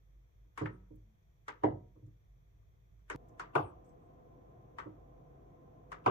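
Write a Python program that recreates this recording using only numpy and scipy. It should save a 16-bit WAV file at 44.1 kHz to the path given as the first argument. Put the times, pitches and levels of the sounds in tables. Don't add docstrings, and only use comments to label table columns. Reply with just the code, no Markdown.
import sys
import numpy as np
from scipy import signal
from scipy.fft import rfft, irfft
from scipy.io import wavfile
from scipy.ndimage import uniform_filter1d

SR = 44100
rng = np.random.default_rng(int(sys.argv[2]) if len(sys.argv) > 2 else 0)


def wav_record(signal):
    frames = np.transpose(np.atleast_2d(signal))
    bounded = np.clip(frames, -1, 1)
    quanta = np.round(bounded * 32767).astype(np.int16)
    wavfile.write(sys.argv[1], SR, quanta)


def convert_level_to_amplitude(level_db):
    exponent = np.asarray(level_db, float) / 20
    return 10 ** exponent


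N = 269010

SPLICE_S = 3.1607
LEAD, LENGTH = 900, 19000
PORTS = np.array([[1], [-1]])
BANDS_HZ = 56 * 2 ** np.arange(0, 8.2, 1 / 3)
BANDS = [signal.butter(2, [hz / 1.122, min(hz * 1.122, 17000)], "bandpass", fs=SR, output="sos")
         for hz in BANDS_HZ]
# (bass [Hz], body [Hz], pivot [Hz], treble [Hz])
KEY_TRIM_HZ = (250, 600, 1100, 5000)


def read(table, hz):
    return np.interp(np.log(hz), np.log([row[0] for row in table]), [row[1] for row in table])


def walk(rate):
    k = int(SR / rate)
    held = np.repeat(rng.standard_normal(N // k + 1), k)
    return 0.4 * uniform_filter1d(uniform_filter1d(held, k), k)[:N]


def fade(t60, s):
    return np.exp(-np.log(1000) * s / t60)


def plateau(start_s, length_s, slew_s):
    t = np.arange(N) / SR
    return np.clip(np.minimum(t - start_s, start_s + length_s - t) / slew_s + .5, 0, 1)


def colour(x, db):
    size = 2 * (len(db) - 1)
    cepstrum = irfft(db * np.log(10) / 20, size)
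    cepstrum[1:size // 2] *= 2
    cepstrum[size // 2 + 1:] = 0
    return irfft(rfft(x, size) * np.exp(rfft(cepstrum)), size)[:, :x.shape[1]]


def air(tone, db, flicker_db, flicker_rate, peaks=()):
    # (frequency [Hz], level [dB])
    air_side = [(60, -8), (92, -14), (140, -12.5), (220, -8), (340, -2), (520, 0.5), (790, 5.5),
                (1220, 3.5), (1880, 3), (2890, 0)]
    hz = np.maximum(np.fft.rfftfreq(N, 1 / SR), 1)
    gain = convert_level_to_amplitude(read(tone, hz)) * (hz > tone[0][0]) * (hz < tone[-1][0])
    for centre, width, peak_db in peaks:
        gain = gain + convert_level_to_amplitude(peak_db) / (1 + (2 * (hz - centre) / width) ** 2)
    mid, side = rfft(rng.standard_normal((2, N))) * gain
    both = mid + PORTS * side * convert_level_to_amplitude(read(air_side, hz))
    scale = convert_level_to_amplitude(db) / np.std(irfft(mid * (hz > 70), N))
    out = 0
    for octave in range(4, 14):
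        share = np.clip(1 - np.abs(np.log2(hz) - octave - .5), 0, 1)
        out = out + irfft(both * share, N) * convert_level_to_amplitude(flicker_db * walk(flicker_rate))
    return scale * out


def hum():
    # (time [s], length [s], level [dB])
    swells = [(0.074, 0.14, -58), (0.354, 0.12, -57.5), (0.598, 0.47, -56.5), (1.66, 0.3, -62),
              (2.128, 0.052, -58), (2.28, 0.13, -58), (2.907, 0.37, -59), (3.413, 0.056, -58),
              (3.624, 0.062, -63), (3.75, 0.091, -59), (4.29, 0.072, -63), (4.444, 0.066, -59),
              (4.675, 0.062, -62), (4.825, 0.037, -61), (4.96, 0.23, -60), (5.29, 0.046, -57),
              (5.414, 0.086, -59.5), (5.803, 0.18, -64)]
    rest_db, trim_db, slew_s = -71.5, -6, 0.055
    phase = 2 * np.pi * np.cumsum(49.8 * (1 + 0.084 * walk(5.7))) / SR
    level = convert_level_to_amplitude(rest_db) + sum(convert_level_to_amplitude(db + trim_db) * plateau(s, length, slew_s) for s, length, db in swells)
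    return np.sqrt(2) * level * convert_level_to_amplitude(1.5 * walk(14)) * np.sin(phase) * np.array([[1], [1.05]])


def rumble():
    # (frequency [Hz], level [dB])
    rumble_tone = [(13, -32.5), (22, -17.5), (33, -24.5), (54, -4.5), (67, -10), (76, -18), (108, -8),
                   (194, -23), (221, -40), (320, -31.5), (503, -34), (584, -41), (679, -35), (751, -43.5),
                   (1200, -44.5), (1560, -64), (2640, -120)]
    return air(rumble_tone, -69.5, 3.5, 1.4)


def hiss():
    # (frequency [Hz], level [dB])
    hiss_tone = [(1200, -5), (2000, -1), (2450, -1), (2850, -11.5), (3350, -1.5), (4000, -10.5),
                 (5450, -15.5), (5750, -2.5), (6100, -7.5), (7000, -11), (8500, -20.5), (10500, -21),
                 (12500, -9), (14500, -6.5), (15500, -5.5)]
    return air(hiss_tone, -88.5, .6, 35)


def knock(row, weight, tone, trim_hz, rise_cycles, mode_db, snap_db):
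    # (frequency [Hz], level [dB], t60 [s])
    top_modes = [(108.6, 4, 0.27), (120.4, 2, 0.18), (132.3, -4.5, 0.27), (185.3, -11.5, 0.79),
                 (308.6, 5.5, 0.26), (357.3, -11.5, 0.11), (411, -8, 0.18), (468.4, -3, 0.05),
                 (624, -13.5, 0.5), (723, -5, 0.23), (728, -17, 0.52), (950, -22, 0.59)]
    # (frequency [Hz], level [dB], t60 [s])
    dome_modes = [(965, 4.5, 0.12), (1110, 10.5, 0.025), (1540, -35, 0.0352), (2164, 5, 0.11),
                  (1180, -11, 0.38), (1290, -10.5, 0.41), (2020, -4, 0.24), (2610, -15.5, 0.31),
                  (2930, -8.5, .14)]
    # (frequency [Hz], t60 [s])
    ring_t60 = [(80, 0.6), (200, 0.16), (500, .17), (1000, 0.099), (2000, 0.13), (4000, 0.13),
                (10000, 0.054)]
    room_t60 = [(80, 0.33), (300, 0.51), (1000, 0.31), (4000, 0.33), (12000, 0.1)]
    # (frequency [Hz], level [dB])
    hit_side = [(60, -25), (140, -26), (220, -2.5), (340, -11), (520, 6.5), (790, 2.5), (1220, 2.5),
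                (1880, 2), (4000, 0.2), (9000, 0.4)]
    hit_pan = [(60, 1.5), (92, -1.5), (140, -0.5), (220, -1), (340, -6), (520, -1), (790, 1), (1220, 4.5),
               (1880, 2), (2890, 1.5)]
    room_db, smear_db, smear_s = -10.5, -26, .011
    patchy_db, patch_size = 3.5, 260

    _, db, weight_db, treble_db, stretch = row
    bass_db = weight[0] + weight[1] * weight_db
    body_db = weight[2] + weight[3] * weight_db
    clock = (np.arange(LENGTH) - LEAD) / SR
    s = np.maximum(clock, 0)
    noise = rng.standard_normal((2, LENGTH))
    smear = convert_level_to_amplitude(smear_db) * np.exp(np.minimum(clock, 0) / smear_s) * (clock < 0)
    out = np.zeros((2, LENGTH))
    for hz, band in zip(BANDS_HZ, BANDS):
        ring = fade(stretch * read(ring_t60, hz), s)
        ring = ring + convert_level_to_amplitude(room_db) * fade(stretch * read(room_t60, hz), s)
        build_up = 1 - np.exp(-s * hz / rise_cycles)
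        shape = build_up * ring + smear * np.clip(hz / 1200, .6, 2.5)
        noise = np.roll(noise, 777, axis=1)
        patches = np.sqrt(patch_size) * uniform_filter1d(noise[1, ::-1], size=patch_size)
        drive = noise[0] + PORTS * noise[1] * convert_level_to_amplitude(read(hit_side, hz))
        drive = drive * shape * convert_level_to_amplitude(patchy_db * patches)
        snap = convert_level_to_amplitude(snap_db) * np.sqrt(SR / hz)
        drive[0, LEAD] += snap
        drive[1, LEAD + 14] += snap
        pan = convert_level_to_amplitude(PORTS * read(hit_pan, hz) / 2)
        out += signal.sosfilt(band, drive) * np.sqrt(SR / hz) * pan
    modes = top_modes + dome_modes
    for (hz, over_db, t60), (size, lean) in zip(modes, rng.standard_normal((len(modes), 2))):
        ring = (1 - np.exp(-s * hz / rise_cycles)) * fade(stretch * t60, s)
        level = convert_level_to_amplitude(mode_db + over_db + 1.8 * size + PORTS * read(hit_pan, hz) / 2)
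        drift = PORTS * lean * min(hz / 900, 1.2)
        out += level * ring * np.sin(2 * np.pi * hz * s + drift)
    hz = np.maximum(np.fft.rfftfreq(1 << 15, 1 / SR), 20)
    tone_db = read([(20, -60)] + list(tone) + [(22050, tone[-1][1] - 40)], hz) + 10 * np.log10(hz)
    trim_db = read(list(zip(trim_hz, (bass_db, body_db, 0, treble_db))), hz)
    return colour(out, tone_db - tone_db.max() + trim_db) * convert_level_to_amplitude(db - 11)


def blows(table, first_s, last_s, *kind):
    out = np.zeros((2, N + SR))
    for row in table:
        if first_s <= row[0] < last_s:
            start = int(row[0] * SR) - LEAD
            out[:, start:start + LENGTH] += knock(row, *kind)
    return out[:, :N]


def thuds(first_s, last_s):
    # (time [s], peak level [dB], weight [dB], treble trim [dB], decay factor [1])
    thud = [(0.447, -72.5, 2, -1, 1), (0.6115, -26, -6.5, 6, 1), (0.906, -46.5, -3, -16, 1),
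            (0.96, -66.5, 11, -24, 0.72), (1.172, -83.5, 21.5, -8, 0.58), (1.957, -54.5, -2, 4.5, 0.89),
            (2.024, -57, 13, -16, 0.62), (2.07, -58.5, 3, -19, 0.84), (2.547, -77, -2.5, -7, 0.6),
            (3.144, -38.5, -3.5, 12, 0.69), (3.306, -64, 15.5, -8, 0.32), (4.614, -72, 3, -6, 0.79),
            (4.858, -41, -8, 4, 1), (5.619, -54.5, -1, -1, 0.82)]
    # (frequency [Hz], level per Hz [dB])
    thud_tone = [(55, -26), (110, 7), (200, -3.5), (320, -4), (520, -6.5), (720, -27.5), (1020, -23),
                 (1600, -44), (2500, -62.5), (6000, -78)]
    # (bass [Hz], body [Hz], pivot [Hz], treble [Hz])
    trim_hz = (110, 320, 550, 1200)
    # (bass [dB], bass per weight [dB/dB], body [dB], body per weight [dB/dB])
    weight = (0.14, 1.1, 1.1, 0)
    return blows(thud, first_s, last_s, weight, thud_tone, trim_hz, .4, 7.5, -0.5)


def presses(first_s, last_s):
    # (time [s], peak level [dB], weight [dB], treble trim [dB], decay factor [1])
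    press = [
        (0.575, -35, -2.5, 0.5, 1.48),
        (0.656, -32, -7, -15.5, 0.83),
        (1.48, -32.5, -4, -1.5, 0.92),
        (3.099, -28.5, -6, 0, 0.98),
        (3.395, -34, 0, 0.5, 1.03),
        (4.784, -37, 1, -1, 1.12),
        (5.917, -37, 1, 0, 1.02),
    ]
    # (frequency [Hz], level per Hz [dB])
    press_tone = [(200, -14.5), (420, -0.5), (700, -11.5), (950, 1.5), (1250, 0.5), (1900, -9.5),
                  (2500, -19), (3300, -23), (4200, -31), (6000, -30), (8000, -30.5), (9000, -38),
                  (11000, -38), (15500, -53.5)]
    # (bass [Hz], body [Hz], pivot [Hz], treble [Hz])
    trim_hz = (400, 1050, 2000, 7000)
    # (bass [dB], bass per weight [dB/dB], body [dB], body per weight [dB/dB])
    weight = (-6, -0.25, -2, 1)
    return blows(press, first_s, last_s, weight, press_tone, trim_hz, .6, -1, -7.5)


def ticks(first_s, last_s):
    # (time [s], peak level [dB], weight [dB], treble trim [dB], decay factor [1])
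    tick = [
        (0.606, -71, 6, 4, 0.26),
        (0.957, -64, -11, 24, 0.33),
        (2.063, -63.5, -4, 7.5, 0.43),
        (2.62, -73.5, 2, 2, 0.4),
        (2.99, -68.5, 2.5, 0, 0.32),
        (3.283, -61.5, -7, 4, 0.85),
        (3.843, -65, -6, -3, 1.2),
        (3.89, -58, -10, -3, 0.44),
        (5.25, -80, -2, 4, .4),
    ]
    # (frequency [Hz], level per Hz [dB])
    tick_tone = [(500, -32), (1000, 18), (3500, -24), (6000, -2), (8000, -2.5), (9500, -15), (15500, -14.5)]
    # (bass [Hz], body [Hz], pivot [Hz], treble [Hz])
    trim_hz = (600, 1200, 6500, 12500)
    # (bass [dB], bass per weight [dB/dB], body [dB], body per weight [dB/dB])
    weight = (0, 1, 0, 1)
    return blows(tick, first_s, last_s, weight, tick_tone, trim_hz, 9, -60, -16.5)


def near_releases(first_s, last_s):
    # (time [s], peak level [dB], weight [dB], treble trim [dB], decay factor [1])
    near_release = [
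        (1.635, -22, 1, -0.28, 0.91),
    ]
    # (frequency [Hz], level per Hz [dB])
    near_tone = [(70, -19), (120, -0.5), (220, -8.5), (320, -1), (600, -6), (1000, -7.5), (1200, -23.5),
                 (2000, -24.5), (2500, -47), (2900, -35.5), (4000, -49.5), (7000, -56.5), (15500, -78)]
    # (bass [dB], bass per weight [dB/dB], body [dB], body per weight [dB/dB])
    weight = (0, 1.8, 0.79, 0.36)
    return blows(near_release, first_s, last_s, weight, near_tone, KEY_TRIM_HZ, .9, 1.7, -5.5)


def releases(first_s, last_s):
    # (time [s], peak level [dB], weight [dB], treble trim [dB], decay factor [1])
    release = [
        (3.552, -17, -7, 3.5, 1.02),
        (6.0605, -15, -5.5, 2.1, 1.13),
    ]
    # (frequency [Hz], level per Hz [dB])
    release_tone = [(70, -11), (115, 1.5), (200, -12.5), (320, 1.5), (550, -10.5), (1050, -5),
                    (1550, -17.5), (1750, -35), (2600, -29.5), (3600, -40.5), (3950, -49.5), (7500, -54.5),
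                    (11000, -62), (15500, -74.5)]
    # (bass [dB], bass per weight [dB/dB], body [dB], body per weight [dB/dB])
    weight = (1.5, 1.5, -1.5, 0)
    return blows(release, first_s, last_s, weight, release_tone, KEY_TRIM_HZ, .7, -3, 3)


def keypad(first_s, last_s):
    kinds = (thuds, presses, ticks, near_releases, releases)
    return sum(kind(first_s, last_s) for kind in kinds)


def squeaks():
    # (crest time [s], rise [s], fall [s], crest frequency [Hz], level [dB])
    squeak = [
        (.728, .025, .042, 9550, -100),
        (.728, 0.016, 0.017, 8500, -102),
        (3.606, .03, 0.11, 9800, -89.5),
        (3.862, .008, 0.065, 8130, -90.5),
        (4.04, 0.04, 0.033, 8300, -103),
    ]
    upper_squeak = [
        (3.607, 0.051, 0.094, 11750, -85),
        (3.89, .015, 0.013, 9650, -107),
    ]
    puff_s, edge_s = 0.037, .02
    sag_db = 4
    out = np.zeros(N)
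    waver = 1 + .025 * walk(300)
    flutter_db = 13 * walk(60)
    for table, rest_hz in ((squeak, 7740), (upper_squeak, 9550)):
        waver, flutter_db = waver[::-1], flutter_db[::-1]
        for crest_s, rise_s, fall_s, crest_hz, db in table:
            gain = plateau(crest_s - rise_s, rise_s + fall_s, edge_s)
            span = np.flatnonzero(gain)
            pressure = 1 / (1 + ((span / SR - crest_s) / puff_s) ** 2)
            pitch = (rest_hz + (crest_hz - rest_hz) * pressure) * waver[span]
            level = convert_level_to_amplitude(db + 1.5 + flutter_db[span] - sag_db * (1 - pressure))
            out[span] += gain[span] * level * np.sin(2 * np.pi * np.cumsum(pitch) / SR)
    return np.sqrt(2) * out * convert_level_to_amplitude(PORTS * 2.0)


def groan():
    start_s, length_s, slew_s, hz, db = 1.048, .11, 0.033, 215, -75
    tone = np.sin(2 * np.pi * hz * np.arange(N) / SR)
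    return convert_level_to_amplitude(db + 3) * plateau(start_s, length_s, slew_s) * tone


def fan():
    # (frequency [Hz], level [dB])
    fan_tone = [(15, -29.5), (25, -10), (38, -12), (76, -2.5), (140, 1), (194, -10.5), (350, -7),
                (447, -13), (494, -5), (558, -21), (712, -13), (891, -26.5), (1030, -23), (1180, -31),
                (3200, -48.5), (4160, -74), (7040, -120)]
    # (frequency [Hz], width [Hz], level [dB])
    fan_peaks = [(155, 18, -12), (314, 8.6, -23), (502, 7.7, -9.5), (660, 81, -18), (714, 22, -23.5),
                 (1037, 20, -14), (1180, 240, -38)]
    start_db, settle_s = -1, 0.11
    since = np.maximum(np.arange(N) / SR - SPLICE_S, 0)
    return air(fan_tone, -60.5, 0.22, 2.7, fan_peaks) * convert_level_to_amplitude(start_db * np.exp(-since / settle_s))


def scene():
    before = keypad(0, SPLICE_S) + rumble()
    after = keypad(SPLICE_S, N / SR) + fan()
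    stretches = np.where(np.arange(N) / SR - SPLICE_S < 0, before, after)
    return stretches + hum() + groan() + squeaks() + hiss()


def band_limit(x):
    return signal.sosfilt(signal.butter(12, 15720, fs=SR, output="sos"), x)


def record(dry):
    ceiling = .3
    mix = ceiling * np.tanh(dry / ceiling)
    return band_limit(mix)


dry = scene()
out = record(dry)
wav_record(out)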